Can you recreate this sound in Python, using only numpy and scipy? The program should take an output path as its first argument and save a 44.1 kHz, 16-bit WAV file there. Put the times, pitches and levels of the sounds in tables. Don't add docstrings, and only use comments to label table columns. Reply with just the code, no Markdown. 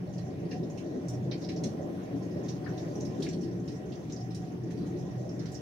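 import sys
import numpy as np
from scipy import signal
from scipy.fft import rfft, irfft, next_fast_len
from scipy.io import wavfile
from scipy.ndimage import uniform_filter1d, map_coordinates

SR = 44100
rng = np.random.default_rng(int(sys.argv[2]) if len(sys.argv) > 2 else 0)


def transcribe(u):
    v = np.clip(np.atleast_2d(u).T, -1, 1)
    q = np.round(v * 32767).astype(np.int16)
    wavfile.write(sys.argv[1], SR, q)


N = 247401

# centre_hz, half_width_hz, gain_db
ROOF_MODES = [(274, 20, -7.5), (285.2, 16.2, -1), (332, 15.4, -1.5), (363.8, 13, -4), (438, 22, -8.5)]
PANEL_MODES = [(519, 52, -6), (581.5, 15.5, -1), (614, 7.8, -0.5), (656, 32, -6.5), (717, 7.9, -10.5),
               (796, 43, -13.5), (1028, 31, -16)]
ROOM_MODES = [(80.6, 3.5, -10.5), (99.3, 10.7, -5), (125, 5.8, 3.5), (134.4, 7.8, -2.5), (146.1, 0.87, 5.5),
              (167, 13, 4), (181.4, 11.6, 1)]
GUTTER_MODES = [(740.4, 16, 16), (810, 56, -16), (1030, 11, -25)]
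WHINE_MODES = [(1910, 48, 0), (1780, 100, -4.5)]
# frequency_hz, density_db
ROOF_SPECTRUM = [(110, -28.5), (200, -1), (265, -3.5), (370, -2.5), (490, -12.5), (640, -17.5),
                 (790, -32.5), (890, -26.5), (1100, -37), (1400, -45), (2500, -68)]
WIND_SPECTRUM = [(15, -36), (25, -29), (40, -1), (70, 51), (150, 17), (300, -33), (600, -58)]
STREET_SPECTRUM = [(400, -15), (900, 8), (1250, 5.5), (1600, 6), (1900, 5), (2130, 3), (3300, -1.5),
                   (4700, -6.5), (5800, -1.5), (6700, -10.5), (7700, -14), (11000, -14), (13000, -17),
                   (15700, -17)]
# frequency_hz, density_db
TICK_SPECTRUM = [(2000, -70), (3800, -34), (4800, -8), (5700, 7.5), (6600, -2), (7300, -11.5), (9500, -67)]
KNOCK_SPECTRUM = [(600, -80), (1100, -31), (1600, 3.5), (2200, 4), (3000, 0), (4500, -27), (7000, -100)]
TAP_SPECTRUM = [(1200, -90), (2400, -13), (3200, -6.5), (4200, 1.5), (4900, -2.5), (6000, -5), (8000, -67)]
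SPRAY_SPECTRUM = [(2000, -80), (5000, -2), (7000, 9.5), (9000, 5), (10500, -1.5), (15500, -11)]
# time_s, gain_db
RAIN_STRENGTH = [(0, -1.5), (1.05, -1), (1.7, 0.4), (2.25, 0.8), (2.75, 2), (3.5, -1), (4.5, -1.1),
                 (5.2, -1), (5.61, -0.5)]
ROOF_SHEETS = [(0, -3.5), (.38, -1.5), (.6, 1.5), (.8, 1), (.93, 4.5), (1.15, -0.5), (1.55, 3), (1.9, 0.5),
               (2.4, 2.5), (2.65, 1), (3.1, 4.5), (3.4, 2.5), (4.0, -0.7), (4.27, -5.5), (4.82, 3.5),
               (5.1, -0.5), (5.61, -3.5)]
# time_s, level_db
PANEL_ENVELOPE = [(0, -51.5), (.8, -49.5), (.91, -46), (1.05, -50), (1.35, -52), (1.72, -45), (2.0, -48.5),
                  (2.3, -48), (2.55, -49), (2.86, -46), (3.1, -47), (3.5, -54), (3.97, -50), (4.1, -56.5),
                  (4.55, -58), (4.8, -59), (5.05, -49.5), (5.24, -48), (5.4, -53), (5.61, -51)]
GUST_ENVELOPE = [(0, -39.5), (.55, -37), (.85, -42.5), (1.22, -36.5), (1.4, -39.5), (1.8, -39.5),
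                 (2, -40.5), (2.9, -38), (3.45, -35.5), (3.8, -41), (4.02, -41), (4.15, -39.5),
                 (4.38, -36.5), (4.53, -39), (4.8, -37), (5.3, -40.5), (5.5, -38), (5.61, -40.5)]
HUM_ENVELOPE = [(0, -51), (.95, -53.5), (1.1, -42), (1.25, -40), (1.45, -57), (2.4, -46), (2.7, -50),
                (3.9, -58), (4.17, -39.5), (4.32, -39), (4.42, -60), (5.61, -48)]
# start_s, level_db, body_gain_db, spray_gain_db, pitch_hz, pan_db
EAVES_DROPS = [(0.134, -48, -13, -21, 5900, -2), (0.1798, -48, -8, -21, 5710, -6),
               (0.508, -43.5, -9.5, -30, 5500, -6), (0.524, -46.5, -14, -23, 5460, -7),
               (0.628, -56, -3, -30, 5610, -3), (0.697, -47.5, -29, -22, 6200, -2),
               (0.7743, -47.5, -10.5, -19, 5940, -7), (1.082, -41, -18.5, -12.5, 5900, -3),
               (1.13, -44.5, -23, -22, 5830, -7), (1.312, -47.5, 7, -40, 5100, -4.5),
               (1.415, -43, -13, -27, 5330, -4), (1.442, -42, -12, -35, 5230, -6),
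               (1.486, -42.5, -2.5, -23, 5700, -2.5), (1.561, -41.5, -13, -40, 5800, -3),
               (1.635, -35.5, -12, -20, 6000, -4), (2.4822, -37, -13, -26, 5800, -4),
               (2.775, -43.5, -10, -32, 5850, -4), (2.951, -44.5, -21, -21.5, 5940, -6),
               (3.0018, -37.5, -21, -33, 6100, -1), (3.048, -43.5, -20, -22, 5470, -10),
               (3.197, -49, -8, -14, 5700, -3), (3.2225, -39.5, -3.5, -13, 5800, -2),
               (3.2857, -38, -13, -21.5, 5900, -4), (3.326, -47, -3.5, -16, 5700, -3),
               (3.409, -45.5, -20, -19, 5630, -3), (3.429, -47.5, -11.5, -24, 5550, -9),
               (3.6767, -46, -6, -17, 5560, -5), (3.714, -45.5, -23, -23, 5550, -5),
               (3.75, -49, -22, -19, 5660, -2), (4.097, -48.5, -8, -19, 5980, -4),
               (4.12, -41, -22, -29, 5980, -1), (4.161, -45, -19, -32, 5360, -9),
               (4.199, -41.5, -33, -32, 5540, -4), (4.304, -49.5, -10, -22, 5590, -6.5),
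               (4.345, -43.5, -11, -13, 5700, -3), (4.702, -49, -7.5, -16, 6020, -5),
               (4.772, -57.5, 1.5, -11, 5700, -6), (4.861, -52.5, -12, -14, 6350, -3),
               (4.985, -50, -24, -18, 5600, -7), (5.2882, -46.5, -21, -35, 5630, -6),
               (5.3897, -48.5, -9, -21, 5630, -9), (5.454, -50, -0.5, -20, 5830, -9),
               (5.5154, -49, -15, -6.5, 5710, -3), (5.542, -40, -19, -26, 5660, -7)]
# start_s, level_db, pitch_hz, pan_db
CLICKS = [(0.182, -46, 4970, -9), (0.53, -43.5, 2200, 0), (1.0835, -40, 5760, -10),
          (1.3126, -36, 3900, -12), (1.4412, -39.5, 4400, -5.5), (1.4474, -41, 5100, -5.5),
          (1.4868, -41, 4400, -3.5), (1.495, -45, 3450, -5), (1.563, -41, 5500, 1),
          (1.6375, -33.5, 5760, -10), (2.6629, -36.5, 1550, -1), (3.0072, -35.5, 5900, -1.5),
          (3.2212, -42, 3200, -4.5), (3.2645, -36, 1990, 1), (3.288, -38.5, 5900, 0),
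          (3.9327, -51, 3870, -7), (4.0975, -51, 4130, -11), (4.123, -38.5, 5970, -1.5),
          (4.162, -45, 5600, -6.5), (4.2107, -47, 5250, -1), (4.3473, -38, 5450, -8)]
# start_s, level_db, pitch_hz, width_octaves, pan_db
PLOPS = [(0.512, -49.5, 2620, 0.14, -1), (0.514, -51, 1780, 0.11, 5), (0.776, -51, 2580, 0.2, -4),
         (1.317, -47.5, 2230, 0.24, 5), (1.49, -49, 2300, 0.27, 1), (2.665, -52, 1340, 0.59, -15),
         (2.672, -59, 1150, 0.25, -2), (2.684, -52, 1500, .26, -3), (3.2217, -47.5, 3740, 0.4, -13),
         (3.263, -45, 2160, 0.45, -1), (3.92, -53.5, 3640, 0.47, -11.5), (4.706, -56, 1900, 0.31, -6)]
# peak_s, half_width_s, rise_db
GUTTER_SURGES = [(0.57, 0.03, 12), (1.143, 0.036, 9), (2.798, 0.093, 7.5), (4.222, 0.046, 13.5),
                 (4.46, 0.12, 7)]
# pitch_hz, level_db, pan_db
FAINT_TONES = [(58, -70.5, 4), (3520, -101, 0), (4390, -87.5, 9), (5614, -87, -3)]
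# frequency_hz, coherence_ratio
STEREO_COHERENCE = [(30, .88), (80, .96), (200, .94), (350, .87), (480, .48), (600, .58), (750, .62),
                    (950, .1), (1400, .4), (2400, .14), (4400, .22), (8000, .08)]
# frequency_hz, lead_rad
STEREO_LEAD = [(190, 0), (260, .32), (450, .25), (610, 1.2), (750, .45), (1200, 2.7), (1700, 3.2),
               (3000, 4), (4400, 7.4), (5800, 10), (10000, 18)]
# frequency_hz, pan_db
STEREO_BALANCE = [(60, -0.5), (130, -1), (190, 0.5), (280, 5), (390, 0.5), (450, -6), (520, 3.5), (600, -6),
                  (690, 5.5), (790, -7), (900, 4), (1030, -5.5), (1300, -3.5), (2200, 1), (3000, 0),
                  (4300, -5.5), (11000, 0)]

ROOF_DB, GUTTER_DB, STREET_DB, WHINE_RING_DB = -42, -58, -58.5, -71
ATTACK_S, LOUD_DROP_DB, SOFTEN_DB = 0.0021, -35, 33
TICK_HZ = 5880
HUM_HZ, WHINE_HZ, BAND_LIMIT_HZ = 120, 1898.6, 15735


def roof():
    drumming = rush(lambda hz: amp(along(ROOF_SPECTRUM, hz)), patchy_db=3.0)
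    body = rush(lambda hz: resonances(ROOF_MODES, hz), patchy_db=1.8)
    panels = rush(lambda hz: resonances(PANEL_MODES, hz), patchy_db=2.5)
    sheets = amp(ROOF_DB + envelope(ROOF_SHEETS))
    return sheets * (drumming + amp(-1.0) * body) + amp(envelope(PANEL_ENVELOPE)) * panels


def room_boom():
    room = rush(lambda hz: resonances(ROOM_MODES, hz), patchy_db=-1.0)
    wind = rush(lambda hz: amp(along(WIND_SPECTRUM, hz)), patchy_db=-4.0)
    return amp(envelope(GUST_ENVELOPE)) * room + amp(-64.5) * wind


def eaves():
    out = np.zeros((2, N))
    for start_s, level_db, body_db, spray_db, pitch_hz, pan_db in EAVES_DROPS:
        attack_s = ATTACK_S * np.exp((LOUD_DROP_DB - level_db) / SOFTEN_DB)
        add(out, start_s, amp(level_db) * panned(pan_db) * splat(body_db, spray_db, attack_s, pitch_hz))
    return out


def splat(body_db, spray_db, attack_s, pitch_hz):
    tick = [(hz * pitch_hz / TICK_HZ, db) for hz, db in TICK_SPECTRUM]
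    parts = [(tick, 3.6), (KNOCK_SPECTRUM, body_db + 3), (TAP_SPECTRUM, body_db + 11.5),
             (SPRAY_SPECTRUM, spray_db + 12.5)]
    impact = sum(amp(db) * burst(lambda hz: amp(along(shape, hz)), t60_s=0.042, attack_s=attack_s)
                 for shape, db in parts)
    return walls(impact, t60_s=0.19, direct_db=-12.5)


def clicks():
    out = np.zeros((2, N))
    for start_s, level_db, pitch_hz, pan_db in CLICKS:
        click = burst(band(pitch_hz, octaves=0.23), t60_s=0.016, attack_s=0.001)
        add(out, start_s, amp(level_db) * panned(pan_db) * walls(click, t60_s=0.15, direct_db=5))
    return out


def plops(note_db=-8, note_t60_s=0.024):
    out, t = np.zeros((2, N)), np.arange(SR // 16) / SR
    for start_s, level_db, pitch_hz, octaves, pan_db in PLOPS:
        splash = burst(band(pitch_hz, octaves), t60_s=0.071, attack_s=0.0016)
        note = amp(note_db - 60 * t / note_t60_s) * np.sin(2 * np.pi * pitch_hz * t)
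        plop = walls(splash + note, t60_s=0.2, direct_db=-3)
        add(out, start_s, amp(level_db + 5.5) * panned(pan_db) * plop)
    return out


def gulp(start_s=2.662, level_db=-45, start_hz=1880, fall_hz_per_s=17000, t60_s=0.12, attack_s=0.00071):
    out, t = np.zeros((2, N)), np.arange(SR // 23) / SR
    phase = 2 * np.pi * np.cumsum(start_hz - fall_hz_per_s * t) / SR
    note = np.sin(phase) * amp(level_db - 60 * t / t60_s) * (1 - np.exp(-t / attack_s))
    add(out, start_s, panned(15) * walls(note, t60_s=0.14, direct_db=-4))
    return out


def patter(rain_db, count=190):
    out = np.zeros((2, N))
    for when, size, lowness in rng.uniform(0, 1, (count, 3)):
        pitch_hz = 6000 * 2 ** (-0.5 * lowness ** 5)
        tick = burst(band(pitch_hz, octaves=0.19), t60_s=0.044, attack_s=0.00068)
        drop = walls(tick, t60_s=0.23, direct_db=-21)
        add(out, when * N / SR, amp(-56.0 + 2.16 * size) * panned(-3.5) * drop)
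    return amp(rain_db) * out


def thud(peak_s=1.272, pitch_hz=128, level_db=-29.0, half_width_s=0.029):
    t = np.arange(N) / SR - peak_s
    return amp(level_db) * np.exp(-(t / half_width_s) ** 2) * np.sin(2 * np.pi * pitch_hz * t)


def gutter(rain_db, rain_exponent=1.4, pitch_waver=0.009):
    t = np.arange(N) / SR
    surge_db = sum(rise_db * np.exp(-((t - peak_s) / half_width_s) ** 2)
                   for peak_s, half_width_s, rise_db in GUTTER_SURGES)
    level_db = GUTTER_DB + rain_exponent * rain_db + surge_db + 1.8 * wobble(11)
    position = np.cumsum(1 + pitch_waver * wobble(12))
    ring = rush(lambda hz: resonances(GUTTER_MODES, hz), patchy_db=0.0)
    return amp(level_db) * np.array([map_coordinates(side, [position], mode="reflect") for side in ring])


def street(rain_db):
    level_db = STREET_DB + rain_db + 0.25 * wobble(6.4)
    return amp(level_db) * rush(lambda hz: amp(along(STREET_SPECTRUM, hz)), patchy_db=1.75)


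def hum_and_tones(drift_hz=0.76):
    out = np.zeros((2, N))
    lines = FAINT_TONES + [(HUM_HZ, envelope(HUM_ENVELOPE), -0.5), (WHINE_HZ, -78.5, -9)]
    for pitch_hz, level_db, pan_db in lines:
        amplitude = np.sqrt(2) * amp(level_db + 0.62 * wobble(3.26))
        phase = 2 * np.pi * np.cumsum(pitch_hz + drift_hz * wobble(4.87)) / SR
        out += amplitude * panned(pan_db) * np.sin(phase)
    return out


def whine_ring(rain_db):
    ring = rush(lambda hz: resonances(WHINE_MODES, hz), patchy_db=1.0)
    return amp(WHINE_RING_DB + rain_db + 2.8 * wobble(12)) * panned(-5.0) * ring


def walls(sound, t60_s, direct_db):
    t = np.arange(SR // 4) / SR
    response = rng.standard_normal((2, len(t))) * amp(-60 * t / t60_s)
    response /= np.linalg.norm(response[0])
    response[:, 0] += amp(direct_db)
    response /= np.linalg.norm(response[0])
    return signal.fftconvolve(sound[None], response, axes=1)


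def burst(colour, t60_s, attack_s):
    t = np.arange(SR // 16) / SR
    noise = unit(filtered(rng.standard_normal(len(t)), colour))
    return noise * amp(-1.0 - 60 * t / t60_s) * (1 - np.exp(-t / attack_s))


def rush(colour, patchy_db):
    spectra = signal.stft(rng.standard_normal((2, N)), nperseg=512)[2]
    patches = uniform_filter1d(rng.standard_normal(spectra.shape[1:]), size=9, axis=0)
    patches = uniform_filter1d(patches, size=10, axis=1)
    pair = signal.istft(spectra * amp(patchy_db * unit(patches)), nperseg=512)[1][:, :N]
    angle = lambda hz: np.arccos(np.clip(along(STEREO_COHERENCE, hz), -1, 1)) / 2
    mid, side = filtered(pair, lambda hz: colour(hz) * [np.cos(angle(hz)), np.sin(angle(hz))])
    half = np.array([[0.5], [-0.5]])
    balance = lambda hz: amp(half * along(STEREO_BALANCE, hz))
    lead = lambda hz: np.exp(1j * half * along(STEREO_LEAD, hz))
    return unit(filtered(np.array([mid + side, mid - side]), lambda hz: balance(hz) * lead(hz)))


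def resonances(modes, hz):
    gains = (amp(db) / (1 + ((hz - centre) / width) ** 2) for centre, width, db in modes)
    return np.sqrt(sum(gain ** 2 for gain in gains))


def band(centre_hz, octaves):
    return lambda hz: np.exp(-0.5 * (np.log2((hz + 1) / centre_hz) / octaves) ** 2)


def filtered(x, response):
    length = x.shape[-1]
    padded = next_fast_len(length + 4096)
    return irfft(rfft(x, padded) * response(np.fft.rfftfreq(padded, 1 / SR)), padded)[..., :length]


def along(points, hz):
    frequencies, values = np.transpose(points)
    return np.interp(np.log(hz + 1), np.log(frequencies + 1), values)


def envelope(points):
    return np.interp(np.arange(N) / SR, *np.transpose(points))


def wobble(rate_hz):
    knots = rng.standard_normal(int(N * rate_hz / SR) + 4)
    return map_coordinates(knots, [np.arange(N) * rate_hz / SR])


def panned(pan_db):
    return amp([[pan_db / 2], [-pan_db / 2]])


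def amp(db):
    return 10 ** (np.asarray(db) / 20)


def unit(x):
    return x / np.sqrt(np.mean(x ** 2) + 1e-20)


def add(track, start_s, sound):
    part = track[:, max(round(start_s * SR), 0):][:, :sound.shape[-1]]
    part += sound[..., :part.shape[1]]


def scene():
    rain_db = envelope(RAIN_STRENGTH)
    bed = room_boom() + roof() + gutter(rain_db) + whine_ring(rain_db) + street(rain_db)
    return bed + thud() + hum_and_tones() + eaves() + clicks() + plops() + gulp() + patter(rain_db)


def record(dry):
    return filtered(dry, lambda hz: hz < BAND_LIMIT_HZ)


dry = scene()
out = record(dry)
transcribe(out)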